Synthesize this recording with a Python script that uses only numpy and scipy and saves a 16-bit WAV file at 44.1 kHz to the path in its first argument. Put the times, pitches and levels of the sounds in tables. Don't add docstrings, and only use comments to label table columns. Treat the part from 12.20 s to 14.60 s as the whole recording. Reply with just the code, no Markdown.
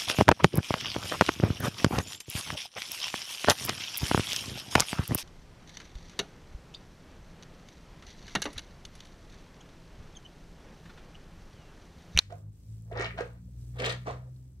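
import sys
import numpy as np
from scipy import signal
from scipy.fft import rfft, irfft
from scipy.io import wavfile
from scipy.ndimage import uniform_filter1d

SR = 44100
rng = np.random.default_rng(int(sys.argv[2]) if len(sys.argv) > 2 else 0)


def rack_gain(trim_db):
    fader = np.asarray(trim_db, float)
    return 10 ** (fader / 20)


def inscribe(sig):
    pcm = np.round(np.clip(np.atleast_2d(sig).T, -1, 1) * 32767)
    wavfile.write(sys.argv[1], SR, pcm.astype(np.int16))


N = 105840

# start_s, level_db
FOAM_LEVEL = [(0, -83), (.19, -66), (.24, -77), (.32, -77.5), (.345, -72), (.55, -66.5), (.62, -71.5),
              (1.06, -68.5), (1.18, -74.5), (1.33, -71), (1.42, -65), (1.95, -70), (2.06, -74.5),
              (2.17, -70.5), (2.4, -77.5)]


def evened(x):
    return x / np.sqrt(np.mean(x ** 2) + 1e-20)


def read(points, hz):
    f, value = np.transpose(points)
    return np.interp(np.log(hz + 1), np.log(f + 1), value)


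def add(mix, start_s, sound):
    part = mix[round(start_s * SR):][:len(sound)]
    part += sound[:len(part)]


def colour(x, gain_db):
    hz = np.fft.rfftfreq(x.shape[-1], 1 / SR)
    return irfft(rfft(x) * rack_gain(gain_db(hz)), x.shape[-1])


def high_pass_db(hz, corner_hz, floor):
    return 40 * np.log10(np.minimum(hz / corner_hz + floor, 1))


def bubble(hz, cycles, rise):
    u = np.arange(0, 5, hz / cycles / SR)
    envelope = (1 - np.exp(-6 * u)) * np.exp(-1.5 * u)
    return envelope * np.sin(2 * np.pi * cycles * (u + rise * u ** 2 / 2))


def grains(spectrum, per_s, cycles, spread_db, sizes=30):
    out = np.zeros(N)
    for hz in np.geomspace(spectrum[0][0], spectrum[-1][0], sizes):
        when, size = rng.random(N), rng.exponential(1, N)
        stretch, rise = rng.uniform(0.23, 1.59, 2)
        bursts = when < per_s * np.sqrt(hz / 1000) / sizes / SR
        train = bursts * rack_gain(spread_db * np.minimum(size, 4))
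        one = bubble(hz, cycles * stretch, 0.12 * (rise - .8))
        sound = signal.oaconvolve(train, one / np.linalg.norm(one))[:N]
        out += rack_gain(read(spectrum, hz)) * hz ** 0.0807 * sound
    return evened(out)


def place(x, lag_samples, pan_db):
    wide, half = np.pad(x, 20), round(lag_samples / 2)
    left = np.roll(wide, half) * rack_gain(pan_db / 2)
    right = np.roll(wide, -half) * rack_gain(-pan_db / 2)
    return np.array([left, right])[:, 20:-20]


def air():
    # freq_hz, density_db_per_hz
    hiss_spectrum = [(250, 7), (400, -4), (700, -15.5), (1100, -21.5), (3400, -29), (8000, -32),
                     (15800, -24.5)]
    a, b, common = rng.standard_normal((3, N))
    ports = np.array([a + .5 * common, b + .5 * common])
    hiss = colour(ports, lambda hz: read(hiss_spectrum, hz) - 60 * (hz < 250))
    foam_db = np.interp(np.arange(N) / SR, *np.transpose(FOAM_LEVEL))
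    return rack_gain(-69.5 + 0.38 * (foam_db + 76.0)) * evened(hiss)


def engine():
    # start_s, second_order_db, first_order_db, third_order_db
    order_levels = [(0, -63, -69, -82), (.05, -53, -58.5, -66), (0.159, -45, -59, -53.5),
                    (0.203, -52, -64, -56), (0.288, -42, -56.5, -54.5), (.39, -67.5, -62, -64),
                    (0.507, -42.5, -52.5, -58.5), (.65, -48, -53.5, -55), (.78, -39, -46, -58),
                    (.95, -49.5, -50, -49.5), (1.09, -50, -52.5, -62.5), (1.26, -53.5, -53, -50.5),
                    (1.378, -47.5, -47, -68.5), (1.67, -38, -46.5, -53.5), (1.83, -44.5, -54.5, -54),
                    (1.92, -44.5, -50, -56), (2.111, -45, -57, -66.5), (2.4, -57.5, -52.5, -70.5)]
    # start_s, second_order_hz
    speed_points = [(0, 98.5), (.5, 109), (1.2, 118.5), (1.7, 122), (2.4, 128)]
    # freq_hz, density_db_per_hz
    rumble_spectrum = [(25, -31.5), (45, -1), (82, 8), (140, -0.5), (230, -10), (420, -34), (900, -53)]
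    t = np.arange(N) / SR
    s, second, first, third = np.transpose(order_levels)
    turns = np.cumsum(np.interp(t, *np.transpose(speed_points)) / 2) / SR
    tones = np.zeros(N)
    for order, level_db in enumerate([first, second, third - 1.5, third - 12], 1):
        tone = np.sin(2 * np.pi * (order * turns + rng.random()))
        tones += np.sqrt(2) * rack_gain(np.interp(t, s, level_db)) * tone
    rumble, side = evened(colour(rng.standard_normal((2, N)), lambda hz: read(rumble_spectrum, hz)))
    swell = rack_gain(-53.5 + 0.39 * (np.interp(t, s, first) + 49.0))
    centre = (tones + swell * rumble) * rack_gain([[.2], [-.2]])
    return centre + (0.04 * np.roll(tones, 90) + 0.19 * swell * side) * [[1], [-1]]


def foam():
    # freq_hz, density_db_per_hz
    crackle_spectrum = [(2500, -13.5), (4000, -7.5), (6000, -1.5), (8000, 0), (10000, 0), (15500, -3.5)]
    # start_s, level_db, pitch_hz
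    ticks = [(.3304, -53, 8470), (.4911, -57, 8000), (.527, -54, 6950), (.569, -53, 8000),
             (.6218, -50, 7110), (.6225, -46, 10500), (.623, -56.5, 14750), (.6497, -50, 7000),
             (.813, -41, 8000), (.8235, -38, 8000), (1.1336, -50.5, 8100), (1.2209, -60, 8230),
             (1.283, -57, 508), (1.3117, -59, 8400), (1.4135, -54, 5450), (1.4923, -52.5, 8310),
             (1.5357, -57, 6980), (1.681, -40.5, 8140), (1.688, -42.5, 8160), (1.696, -43, 8600),
             (1.7015, -37, 8500), (1.712, -31.5, 8450), (1.7195, -36, 8400), (1.7245, -31, 8540),
             (1.7245, -47, 11330), (1.7415, -39, 8200), (1.7495, -50, 8440), (1.911, -45, 7500),
             (2.163, -53, 4150), (2.3214, -54, 8250)]
    centre, left, right = (grains(crackle_spectrum, 1200, 2.2, 3.5, sizes=10) for _ in range(3))
    pops = np.zeros(N)
    for start_s, level_db, hz in ticks:
        add(pops, start_s, rack_gain(level_db) * bubble(hz, 4.5, .03))
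    s, crackle_db = np.transpose(FOAM_LEVEL)
    level = rack_gain(np.interp(np.arange(N) / SR, s, crackle_db) - 6.0)
    crackle = place(centre, -4, 0) + 1.41 * np.array([left, right])
    return level * crackle + place(pops, -5, .3)


def snap(level_db, hz, treble_db):
    rise_s, width_octaves, top_hz = .0028, 0.43, 8000
    u = np.arange(1024) / SR / rise_s
    puff = u * np.exp(-2 * u) * rng.standard_normal((3, 1024))

    def shape_db(f):
        peak = 1 / (1 + (np.log2(f / hz + 1e-3) / width_octaves) ** 6)
        skirt = rack_gain(2 * treble_db) * (f > hz)
        return 10 * np.log10((peak + skirt) / (1 + (f / top_hz) ** 7))

    puff = np.roll(colour(puff, shape_db), 40, axis=1)
    return (rack_gain(level_db + 1) * puff / abs(puff).max()).T


def sponge():
    # start_s, gulp_db, squelch_db
    strokes = [
        [(0, -55, -51.5), (.03, -69, -63), (.09, -85, -74)],
        [(.09, -80, -92), (.103, -51, -63), (.125, -49.5, -73), (.16, -60.5, -95), (.27, -72, -103),
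         (.3, -85, -97)],
        [(.66, -67, -91), (.71, -60, -75), (.72, -47, -52.5), (.745, -47.5, -57.5), (.767, -32.5, -42),
         (.805, -36.5, -32.5), (.862, -38, -43), (.885, -59, -52), (.965, -59, -63)],
        [(.965, -54, -70), (.982, -40, -39.5), (1.012, -32.5, -42.5), (1.03, -52.5, -53.5), (1.2, -72, -77.5)],
        [(1.5, -83, -88), (1.582, -47, -58.5), (1.6, -36, -42.5), (1.63, -33.5, -40.5), (1.66, -35.5, -38),
         (1.7, -40.5, -34.5), (1.745, -47, -52.5), (1.77, -55, -90), (1.845, -89, -61)],
        [(1.845, -77, -69), (1.863, -41, -56.5), (1.873, -32, -42), (1.91, -37.5, -52), (1.99, -59, -70),
         (2.1, -63.5, -83)],
    ]
    # left_lag_samples, left_right_db, tilt_db_per_octave, cupped_hands_0_1, pores_db
    places = [(-7, 0.5, 8, 0.13, 2.5), (-7, -2.5, 4, 0, 4), (-9, 0.5, 0.5, 0.84, 9),
              (-7.5, 0.5, -3.5, 0.1, -1.5), (10, 1, 1, 0.51, 7), (12.5, 1, 1, 0.33, -3.5)]
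    # start_s, level_db, pitch_hz
    pockets = [(.122, -32.5, 652), (.713, -32, 645), (0.72, -32.5, 422), (0.756, -34.5, 532),
               (.794, -26, 382), (.804, -29, 530), (0.844, -43, 520), (.94, -42.5, 387), (.986, -25, 666),
               (1.005, -26.5, 449), (1.596, -31.5, 463), (1.619, -27.5, 407), (1.643, -28, 530),
               (1.662, -27.5, 415), (1.678, -27.5, 454), (1.872, -28, 1106), (1.878, -27, 650),
               (1.886, -27, 644), (1.9, -28.5, 973)]
    # start_s, level_db, centre_hz, treble_db
    snap_events = [(.105, -47, 1510, -25), (.124, -46.5, 1750, -11), (0.7145, -54, 1500, -14),
                   (.7265, -44, 2500, -17), (0.759, -44, 1410, -22), (0.7733, -37.5, 4200, -34),
                   (0.796, -31, 1790, -20), (0.8057, -43, 5150, -18), (0.8107, -36.5, 5100, -32),
                   (0.8219, -38, 5000, -37), (0.837, -48, 4900, -26), (0.844, -32, 3500, -23),
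                   (0.856, -27, 2060, -45), (0.862, -39, 4170, -25), (0.907, -33, 1880, -50),
                   (.9822, -34.5, 2300, -31), (1.0066, -34, 1780, -14), (1.5842, -45, 2950, -20.5),
                   (1.589, -35.5, 2490, -13.5), (1.5956, -34, 2480, -11), (1.6004, -26.5, 3030, -16.5),
                   (1.6202, -25, 2230, -16), (1.635, -37.5, 3020, -23.5), (1.6419, -23.5, 2360, -26.5),
                   (1.648, -28, 3500, -6.5), (1.6547, -26.5, 2890, -19), (1.6603, -22, 3350, -8.5),
                   (1.6650, -28, 3060, -6), (1.680, -31.5, 2960, -32), (1.686, -34, 3200, -18.5),
                   (1.693, -29, 3190, -2), (1.697, -29.5, 3400, -14.5), (1.7031, -25, 3430, -19),
                   (1.723, -31.5, 3420, -1.5), (1.730, -36, 2970, -25), (1.747, -45, 3500, -23),
                   (1.867, -46, 2480, -26), (1.872, -57, 2860, -22), (1.9087, -42, 2470, -8)]
    # freq_hz, density_db_per_hz
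    gulp_spectrum = [(200, -12.5), (370, -15), (480, 1.5), (680, -4), (1050, -12), (1400, -11)]
    # freq_hz, density_db_per_hz
    squelch_spectrum = [(850, -13), (1300, 3), (2300, 0.5), (3700, -0.5), (5200, -11), (8200, -15.5),
                        (11000, -47), (15500, -51)]
    # freq_hz, width_hz, gain_db
    palm_modes = [(1228, 220, 20.5), (1837, 133, 21), (2200, 130, 11)]
    t, out = np.arange(N) / SR, np.zeros((2, N))
    gulps = grains(gulp_spectrum, 900, 4.13, 0.94)
    squelch = np.array([grains(squelch_spectrum, 3500, 2.22, 2.5, sizes=20) for _ in range(3)])
    clump_samples = 90
    clumps = uniform_filter1d(rng.standard_normal(N), clump_samples)
    squelch = squelch * rack_gain(2.8 * evened(uniform_filter1d(clumps, clump_samples)))
    snaps = np.zeros((N, 3))
    for start_s, *kind in snap_events:
        add(snaps, start_s - 40 / SR, snap(*kind))
    for rows, (lag_samples, pan_db, tilt_db, cupped, pores_db) in zip(strokes, places):
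        s, gulp_db, squelch_db = np.transpose(rows)
        inside = np.clip(np.minimum(t - s[0] + 0.009, s[-1] - t + 0.0012) / 0.0086, 0, 1)

        def hands_db(hz):
            tilt = tilt_db * np.log2(hz / 2500 + 0.029)
            palms = sum(db / (1 + ((hz - f) / w) ** 2) for f, w, db in palm_modes)
            pores = np.exp(-((hz - 3060) / 1760) ** 2)
            return tilt + cupped * palms + pores_db * pores

        bright = inside * evened(colour(squelch, hands_db)) * rack_gain(np.interp(t, s, squelch_db) - 1.5)
        bright = bright + inside * snaps.T
        x = inside * gulps * rack_gain(np.interp(t, s, gulp_db) - 4.0) + bright[0]
        for start_s, level_db, hz in pockets:
            if s[0] <= start_s < s[-1]:
                add(x, start_s, rack_gain(level_db) * bubble(hz, 6.33, 0.071))
        out += place(x, lag_samples, pan_db) + 0.65 * bright[1:]
    return colour(out, lambda hz: high_pass_db(hz, 220, 0.001027))


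def room(x):
    # freq_hz, t60_s
    decay_times = [(300, 0.24), (1500, 0.25), (6000, 0.23), (12000, 0.11)]
    taps = np.zeros((2, SR // 2))
    at = np.arange(120, SR // 2 - 20, 20)
    at = at + rng.integers(0, 20, (2, len(at)))
    np.put_along_axis(taps, at, rng.choice([-1., 1.], at.shape), 1)
    hz, t, z = signal.stft(taps, SR, nperseg=256)
    decay = rack_gain(-60 * t / read(decay_times, hz)[:, None])
    tail = signal.istft(z * decay, SR, nperseg=256)[1]
    return signal.fftconvolve(x, tail / np.linalg.norm(tail[0]), axes=1)[:, :N]


def scene():
    near = sponge()
    wet = room(near)
    mid = wet.mean(0)
    side = colour((wet[0] - wet[1]) / 2, lambda hz: high_pass_db(hz, 600, 0.0011))
    return near + rack_gain(-6) * np.array([mid + side, mid - side]) + foam() + engine() + air()


def roll_off(x):
    return signal.sosfilt(signal.butter(12, 15900, fs=SR, output="sos"), x)


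def record(dry):
    # freq_hz, left_right_db
    port_pan = [(250, 0), (600, -3.5), (2200, 2.5), (4500, -0.5), (9000, -0.5)]
    # freq_hz, gain_db
    mic_response = [(3000, 0.5), (4300, 0), (5200, 0.5), (7000, 0.5), (8400, 1), (9400, -5), (12000, -4)]
    mid, side = dry.mean(0), (dry[0] - dry[1]) / 2
    side = colour(side, lambda hz: -20.5 * np.exp(-(np.log2(hz / 300 + 0.00097) / 0.46) ** 2))
    ports = []
    for way in (1, -1):

        def port_db(hz):
            return way * read(port_pan, hz) / 2 + read(mic_response, hz) - 60 * (hz > 15850)

        ports.append(colour(mid + way * side, port_db))
    return roll_off(np.array(ports))


dry = scene()
out = record(dry)
inscribe(out)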